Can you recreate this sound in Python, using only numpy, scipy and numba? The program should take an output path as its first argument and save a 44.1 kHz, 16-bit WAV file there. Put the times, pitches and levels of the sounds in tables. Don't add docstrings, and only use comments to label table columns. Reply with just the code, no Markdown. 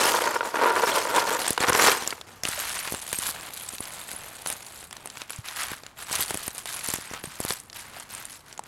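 import sys
import numpy as np
from scipy import signal
from scipy.fft import rfft, irfft
from scipy.io import wavfile
from scipy.ndimage import uniform_filter1d
from numba import njit

SR = 44100
rng = np.random.default_rng(int(sys.argv[2]) if len(sys.argv) > 2 else 0)


def generate_wav(sig):
    pcm = np.round(np.clip(np.atleast_2d(sig).T, -1, 1) * 32767).astype(np.int16)
    wavfile.write(sys.argv[1], SR, pcm)


N = 382523
T = np.arange(N) / SR
UPRIGHT_S = 1.55

# centre in Hz, width in Hz, gain in dB.
TIPPED_MODES = [(483, 86, 3.5), (355, 43, -13), (600, 220, 1.5), (943, 99, 9.5), (1150, 150, -4.5),
                (1380, 54, 4.5), (1830, 300, -32)]
# centre in Hz, width in Hz, gain in dB.
UPRIGHT_MODES = [(481, 68, 5), (785, 380, -5), (1050, 320, 1.5), (1400, 440, -1), (1750, 120, -14),
                 (2420, 880, -16)]


def pour():
    # start in s, length in s, settling t60 in s, drum in dB, chips in dB.
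    slides = [(-0.03, 0.11, 0.84, -24.5, -22.5), (0.114, 0.16, 0.61, -27.5, -32.5),
              (0.317, 0.04, 0.092, -25, -31.5), (0.427, 0.029, 0.4, -30.5, -32),
              (0.523, 0.067, 0.54, -24.5, -36.5), (0.591, 0.089, 0.52, -20, -32.5),
              (0.724, 0.13, 0.13, -25.5, -31.5), (0.838, .15, 0.5, -26.5, -26.5),
              (1.029, 0.11, 0.51, -29, -35), (1.117, 0.069, 0.5, -22.5, -26.5),
              (1.239, 0.11, 0.38, -27, -29.5), (1.367, .06, .4, -52, -29), (1.431, 0.064, 0.31, -51, -29.5),
              (1.581, 0.05, 0.56, -27.5, -29), (1.652, 0.044, 0.062, -23.5, -25),
              (1.708, 0.068, .3, -29, -26), (1.768, 0.12, 0.46, -22.5, -19), (1.98, 0.12, 0.41, -61, -37.5),
              (2.247, 0.043, 1, -52.5, -49)]
    # frequency in Hz, gain in dB.
    pour_eq = [(60, -9), (200, 0.5), (800, 9.5), (2500, 2.5), (4500, 0.5), (7000, -0.5), (11500, -5),
               (13500, -9), (16000, -19)]
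    start_s, length_s, settle_s, drum_db, chips_db = np.transpose(slides)
    powers = np.array([motion(s, held_s, attack_s=.038, t60_s=t60_s) ** 2
                       for s, held_s, t60_s in zip(start_s, length_s, settle_s)])
    force = contacts(per_s=450, spread_db=-1.5)
    drum = steady(np.where(T < UPRIGHT_S, bucket(force, TIPPED_MODES), bucket(force, UPRIGHT_MODES)))
    rush = clatter(pour_eq, per_s=710, spread_db=2.5, crack_t60_s=.025, ring_s=.016, ring_db=-7)
    ticks = clatter(pour_eq, per_s=130, spread_db=2.5, crack_t60_s=.008, ring_s=.012, ring_db=-2)
    flakes = clinks(per_s=110, low_hz=3000, high_hz=12600, mean_t60_s=.028)
    chips = .75 * steady(rush) + .55 * steady(ticks) + .33 * steady(flakes, size=9000)
    return drum * overlap(powers, drum_db) + chips * overlap(powers, chips_db)


def knocks():
    # start in s, peak in dB.
    landings = [(0.144, -10.5), (0.256, -17), (0.274, -13), (0.363, -13), (0.408, -10.5), (0.43, -16.5),
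                (0.556, -17), (0.643, -10), (0.703, -13), (0.762, -10), (0.835, -8.5), (0.974, -11),
                (1.053, -20), (1.168, -14), (1.183, -14), (1.337, -19), (1.577, -9.5), (1.637, -9.5),
                (1.643, -13), (1.684, -12), (1.698, -10.5), (1.723, -11.5), (1.75, -9), (1.795, -5),
                (1.864, -11), (1.882, -6), (2.1, -36), (2.125, -19.5), (2.18, -32)]
    out = np.zeros(N)
    chatter = fade(t60_s=.02)
    for start_s, peak_db in landings:
        modes = TIPPED_MODES if start_s < UPRIGHT_S else UPRIGHT_MODES
        add(out, start_s, bucket(chatter * rng.standard_normal(len(chatter)), modes), peak_db)
    return out


def bucket(force, modes):
    body = sum(undb(db) * resonate(force, hz, width_hz) for hz, width_hz, db in modes)
    return cut(cut(body, 276, "high"), 2430, "low")


def sweep():
    # start in s, length in s, grit in dB, chips in dB, soil in dB re grit.
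    strokes = [(2.422, .11, -35.5, -34.5, -15), (2.528, 0.27, -34.5, -33.5, -12.5),
               (2.803, 0.084, -36, -34.5, -13), (2.89, 0.23, -44, -37.5, -6.5),
               (3.09, 0.11, -42.5, -34, -12), (3.191, 0.097, -34.5, -29, -9.5),
               (3.308, 0.18, -42, -42.5, -4), (3.5, 0.25, -46.5, -38, -5.5),
               (3.787, 0.25, -43.5, -40.5, -5.5), (4.051, 0.14, -44.5, -39, -4.5),
               (4.189, 0.091, -45.5, -42, -2), (4.273, 0.22, -48, -45, -2.5),
               (4.447, 0.085, -41.5, -36.5, -3.5), (4.558, 0.29, -50, -44.5, -2.5),
               (4.897, 0.28, -52.5, -51, 0), (5.126, 0.092, -44, -49, -16), (5.26, 0.12, -48.5, -46.5, -15),
               (5.422, 0.1, -40, -42, -17), (5.536, .1, -33, -35, -16.5), (5.646, 0.079, -36.5, -39, -12),
               (5.81, 0.076, -52.5, -60, -12), (5.952, 0.078, -41, -40.5, -10),
               (6.057, 0.094, -37, -36.5, -11), (6.089, 0.13, -33.5, -27, -9.5),
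               (6.242, 0.24, -41.5, -37.5, -9.5), (6.524, 0.069, -44, -38.5, -10),
               (6.641, 0.16, -39.5, -35.5, -11.5), (6.8, .145, -39, -33, -14.5),
               (6.95, 0.15, -44.5, -44, -22), (7.095, .06, -36, -48, -11), (7.208, 0.2, -46.5, -45.5, -14),
               (7.388, 0.12, -41, -35, -11), (7.47, 0.02, -32.5, -26.5, -14), (7.555, 0.23, -73, -59, -9),
               (7.722, 0.081, -43.5, -40.5, -19), (7.804, 0.14, -47.5, -55, -10),
               (7.918, 0.09, -43.5, -44.5, -13.5), (8.071, .16, -43, -42, -9.5),
               (8.259, 0.088, -50, -43, -15), (8.436, 0.087, -51.5, -53, -21), (8.629, .07, -49, -57, -17)]
    # frequency in Hz, gain in dB.
    grit_eq = [(60, -9), (200, -14.5), (450, -13.5), (700, -1.5), (1000, 2.5), (1400, 1.5), (2300, -1),
               (4000, -3.5), (6000, -6), (16000, -20)]
    # frequency in Hz, gain in dB.
    soil_eq = [(25, -13), (70, 2.5), (140, -2), (300, -4.5), (480, -1.5), (750, 2.5), (1200, -7),
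               (2500, -5.5), (16000, -49)]
    start_s, length_s, grit_db, chips_db, soil_db = np.transpose(strokes)
    powers = np.array([motion(s, held_s, attack_s=.047, t60_s=.29, sag_db_per_s=3) ** 2
                       for s, held_s in zip(start_s, length_s)])
    dig_db = soil_db @ powers / (powers.sum(axis=0) + 1e-18)
    dig = undb(dig_db)
    grit = steady(clatter(grit_eq, per_s=600, spread_db=2.5, crack_t60_s=.016, ring_s=.0044, ring_db=-15))
    soil = steady(colour(contacts(per_s=900, spread_db=3.5), soil_eq))
    rasp = np.clip(-.12 * (dig_db + 8), 0, 3) * resonate(grit, 1850, 2000)
    ground = (steady(grit + rasp) + soil * dig) * overlap(powers, grit_db)
    chips = jostle() * catching(dig) * overlap(powers, chips_db)
    moved = ground + chips
    smothered = np.clip(1.4 * dig, 0, .6) * resonate(moved, 5600, 2400)
    return moved - smothered


def jostle():
    # frequency in Hz, gain in dB.
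    chip_eq = [(200, -14), (1500, -9.5), (3000, -4), (4500, -0.5), (6000, 0.5), (8500, -2), (11500, -1.5),
               (13200, -12), (16000, -22)]
    rub = clatter(chip_eq, per_s=900, spread_db=5, crack_t60_s=.022, ring_s=.0052, ring_db=-2)
    ticks = clatter(chip_eq, per_s=70, spread_db=2.5, crack_t60_s=.007, ring_s=.006, ring_db=-3)
    flakes = clinks(per_s=55, low_hz=7200, high_hz=12600, mean_t60_s=.026)
    return .75 * steady(rub) + .5 * steady(ticks, size=9000) + .45 * steady(flakes, size=9000)


def catching(dig, depth_db=3.5, points=300):
    slip = np.interp(T, np.linspace(0, T[-1], points), np.clip(rng.standard_normal(points), -2, 1))
    return undb(depth_db * np.minimum(dig, 1) * slip)


def clatter(eq, per_s, spread_db, crack_t60_s, ring_s, ring_db):
    hits = contacts(per_s, spread_db)
    energy = signal.fftconvolve(hits ** 2, fade(crack_t60_s) ** 2)[:N]
    crack = np.sqrt(np.abs(energy)) * rng.standard_normal(N)
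    onsets = np.repeat(np.flatnonzero(hits), 5)
    pitch, damping, strength = rng.random((len(onsets), 3)).T
    t60_s = ring_s / (.25 + damping)
    modes = damped_sines(onsets, 1500 + 13500 * pitch, t60_s, hits[onsets] * strength)
    return colour(crack / crack.std() + undb(ring_db) * modes / modes.std(), eq)


def clinks(per_s, low_hz, high_hz, mean_t60_s):
    hits = contacts(per_s, spread_db=2.5)
    onsets = np.flatnonzero(hits)
    pitch, damping, bounce = rng.random((len(onsets), 3)).T
    hz = low_hz + (high_hz - low_hz) * pitch
    t60_s = mean_t60_s * (.5 + damping)
    rebounds = onsets + (bounce * t60_s * SR / 2).astype(np.int64)
    lower = damped_sines(onsets, hz, t60_s, hits[onsets])
    upper = damped_sines(onsets, hz * (1 + .06 * bounce), t60_s / 2, hits[onsets])
    return lower + upper + damped_sines(rebounds, hz, t60_s, hits[onsets] / 2)


def clicks():
    # start in s, peak in dB, main mode in Hz, clack gain in dB before a 5 dB lift.
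    snaps = [(1.392, -14, 11000, -4), (1.4661, -20, 7250, -8), (1.481, -6, 8400, -10),
             (1.506, -4, 10300, -8.5), (1.531, -14, 9150, -25), (1.578, -10, 2470, -7),
             (1.605, -12, 7140, 12), (1.627, -9, 8700, 4), (1.696, -8, 11200, -15), (1.7311, -7, 4970, 3),
             (1.7492, -6.5, 5460, 8), (2.0753, -10.5, 7160, -9), (2.1057, -18.5, 4540, -19),
             (2.2127, -22, 3200, -10), (2.435, -13.5, 6000, 1), (2.452, -12.5, 2800, -21),
             (2.4874, -14, 9800, -21), (2.8752, -19, 4370, 15), (2.923, -14.5, 9500, -15),
             (2.9472, -17.5, 8600, 3), (3.1287, -11, 8350, -2), (3.187, -14.5, 8500, -20),
             (3.29, -17.5, 11500, -11), (3.6896, -17.5, 8160, -19), (3.783, -22.5, 3910, -16),
             (3.806, -23, 9900, -9), (3.8543, -22.5, 4300, -12), (4.115, -17.5, 10700, -6),
             (4.461, -13.5, 2610, 3), (4.472, -16.5, 9800, -16), (4.5013, -14.5, 9900, -5),
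             (4.526, -15.5, 10100, -10), (4.6254, -29, 6800, -11), (4.828, -28, 2980, 17),
             (4.91, -24, 5260, 1), (4.928, -20.5, 8650, 4), (4.9669, -24.5, 3950, 8),
             (5.058, -21.5, 9400, -10), (5.0732, -22, 8600, -1), (5.101, -24, 4130, -12),
             (5.1713, -19.5, 2650, 14), (5.2179, -16.5, 2560, 2), (5.2964, -23, 7100, -1),
             (5.3048, -19, 10800, -3), (5.3328, -22.5, 3580, 17), (5.361, -23.5, 8000, -13),
             (5.4855, -18.5, 3770, -8), (5.633, -14, 8100, -18), (5.7164, -21.5, 11400, -7),
             (5.8353, -26.5, 2800, 25), (5.8649, -23.5, 7030, 5), (6.307, -12, 7940, 0),
             (6.344, -11.5, 10300, -3), (6.3738, -14.5, 7900, -4), (6.4795, -13, 9050, -3),
             (6.549, -25.5, 9500, -10), (6.581, -17, 9900, -17), (6.657, -17.5, 8980, -1),
             (6.8869, -14, 9600, -11), (6.9018, -16.5, 7340, -6), (6.938, -8.5, 11400, -11),
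             (6.959, -16.5, 7100, -3), (7.1368, -19, 6460, 0), (7.239, -20, 8600, 5),
             (7.4028, -17.5, 10600, -15.5), (7.4501, -13, 10700, -14), (7.506, -10.5, 3200, 3),
             (7.5226, -14.5, 8000, -13), (7.6007, -23.5, 9200, -34), (7.699, -29.5, 3950, -17),
             (7.7296, -25.5, 4800, -6), (7.999, -21, 8500, -9), (8.1497, -19, 8700, -19),
             (8.2537, -20, 9400, -16), (8.527, -27.5, 5540, -4), (8.577, -25.5, 6650, -3),
             (8.593, -23, 7700, -4.5), (8.6376, -27.5, 7360, -2)]
    out = np.zeros(N)
    contact = fade(t60_s=.004) + .8 * fade(t60_s=.017)
    for start_s, peak_db, hz, clack_db in snaps:
        force = contact * rng.standard_normal(len(contact))
        flake = resonate(force, hz, width_hz=4200) + 2 * resonate(force, hz, width_hz=430)
        clack = undb(clack_db + 5) * resonate(force, 930, width_hz=3300)
        add(out, start_s, cut(flake + clack, 10000, "low"), peak_db)
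    return out


def thuds():
    # start in s, peak in dB, cut-off in Hz (lower is softer).
    blows = [(1.507, -15, 700), (1.606, -18, 700), (1.684, -15, 700), (1.701, -16, 400), (1.727, -25, 400),
             (1.75, -21, 700), (2.024, -28, 700), (2.436, -28, 600), (2.453, -23, 700), (2.488, -23.5, 700),
             (2.923, -19, 800), (2.941, -19.5, 800), (3.13, -30, 400), (3.188, -27.5, 400),
             (3.735, -32.5, 600), (3.805, -22.5, 815), (4.137, -31, 700), (5.718, -25, 600),
             (6.112, -29, 600), (6.194, -26, 600), (6.311, -24, 700), (6.354, -22.5, 700),
             (6.48, -22.5, 700), (6.888, -22, 600), (6.939, -19, 600), (6.986, -26, 600),
             (7.113, -26.5, 597), (7.241, -24, 600), (7.403, -16.5, 800), (7.45, -18, 800),
             (7.509, -24, 700)]
    out = np.zeros(N)
    for start_s, peak_db, cutoff_hz in blows:
        push = cut(-fade(t60_s=.0019), cutoff_hz, "low")
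        give = undb(-4.5) * resonate(push, 91, width_hz=61)
        add(out, start_s, cut(push, 95, "high") + give, peak_db)
    return out


def rings(size=8192):
    # start in s, peak in dB, pitch in Hz, t60 in s.
    free_modes = [(2.576, -31.5, 597, 0.066), (2.789, -27, 9200, 0.022), (3.156, -24, 8400, 0.05),
                  (3.188, -22, 8650, 0.028), (3.805, -21.5, 10000, 0.022), (4.163, -25.5, 10050, .03),
                  (4.484, -22, 10100, 0.03), (5.305, -29, 10800, .03), (5.387, -29.5, 112, 0.029),
                  (7.196, -37, 10300, 0.021), (7.256, -27.5, 8800, 0.022), (7.273, -34, 140, 0.016),
                  (7.968, -32.5, 710, 0.011), (8.593, -21.5, 860, 0.012)]
    out = np.zeros(N)
    for start_s, peak_db, hz, t60_s in free_modes:
        envelope = fade(t60_s, size) - fade(3 / hz, size)
        add(out, start_s, np.sin(2 * np.pi * hz * T[:size]) * envelope, peak_db)
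    return out


def air(level_db=-54.5):
    # frequency in Hz, gain in dB.
    air_eq = [(20, -12), (45, -0.5), (100, 4), (200, -0.5), (500, -5.5), (1200, -3.5), (3000, -17),
              (10000, -25), (16000, -41)]
    swell_db = 1.5 * np.interp(T, np.linspace(0, T[-1], 24), rng.standard_normal(24))
    return steady(colour(rng.standard_normal(N), air_eq)) * undb(level_db + swell_db)


def contacts(per_s, spread_db):
    hit = rng.random(N) < per_s / SR
    sign = rng.choice([-1, 1], N)
    return hit * sign * undb(spread_db * np.minimum(rng.exponential(size=N), 4))


def motion(start_s, length_s, attack_s, t60_s, sag_db_per_s=0):
    age_s = T[T >= start_s] - start_s
    swell = np.sin(np.pi / 2 * np.minimum(age_s / attack_s, 1)) ** 2
    fall_db = sag_db_per_s * age_s + 60 * np.maximum(age_s - length_s, 0) / t60_s
    return np.pad(swell * undb(-np.minimum(fall_db, 120)), (N - len(age_s), 0))


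def overlap(powers, levels_db):
    return np.sqrt(undb(levels_db) ** 2 @ powers)


@njit
def damped_sines(onsets, hz, t60_s, amplitude):
    out = np.zeros(N)
    for k in range(len(onsets)):
        pole = np.exp((2j * np.pi * hz[k] - np.log(1000) / t60_s[k]) / SR)
        phasor = amplitude[k] + 0j
        for i in range(onsets[k], min(N, onsets[k] + int(t60_s[k] * SR))):
            phasor *= pole
            out[i] += phasor.imag
    return out


def colour(x, eq, size=8192):
    hz, db = np.transpose(eq)
    bins_hz = np.maximum(np.fft.rfftfreq(size, 1 / SR), 1)
    gain = undb(np.interp(np.log(bins_hz), np.log(hz), db))
    cepstrum = irfft(np.log(gain), size)
    cepstrum[1:size // 2] *= 2
    cepstrum[size // 2 + 1:] = 0
    impulse_response = irfft(np.exp(rfft(cepstrum)), size)
    return signal.oaconvolve(x, impulse_response)[:N]


def resonate(x, hz, width_hz):
    return signal.lfilter(*signal.iirpeak(hz, hz / width_hz, fs=SR), x)


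def cut(x, hz, kind):
    return signal.sosfilt(signal.butter(2, hz, kind, fs=SR, output="sos"), x)


def steady(x, size=3500):
    return x / np.sqrt(uniform_filter1d(uniform_filter1d(x * x, size), size) + 1e-12)


def fade(t60_s, size=4096):
    return np.exp(-np.log(1000) * T[:size] / t60_s)


def add(out, start_s, sound, peak_db):
    i = int(start_s * SR)
    out[i:i + len(sound)] += (sound * undb(peak_db) / np.abs(sound).max())[:N - i]


def undb(db):
    return np.exp(np.asarray(db) * (np.log(10) / 20))


def scene():
    return (air() + knocks() + clicks() + thuds() + rings() + pour() + sweep())[None]


def record(dry):
    ceiling, top_hz = .58, 16000
    rounded = dry / (1 + (dry / ceiling) ** 4) ** .25
    return signal.sosfilt(signal.ellip(8, .2, 70, top_hz, fs=SR, output="sos"), rounded)


dry = scene()
out = record(dry)
generate_wav(out)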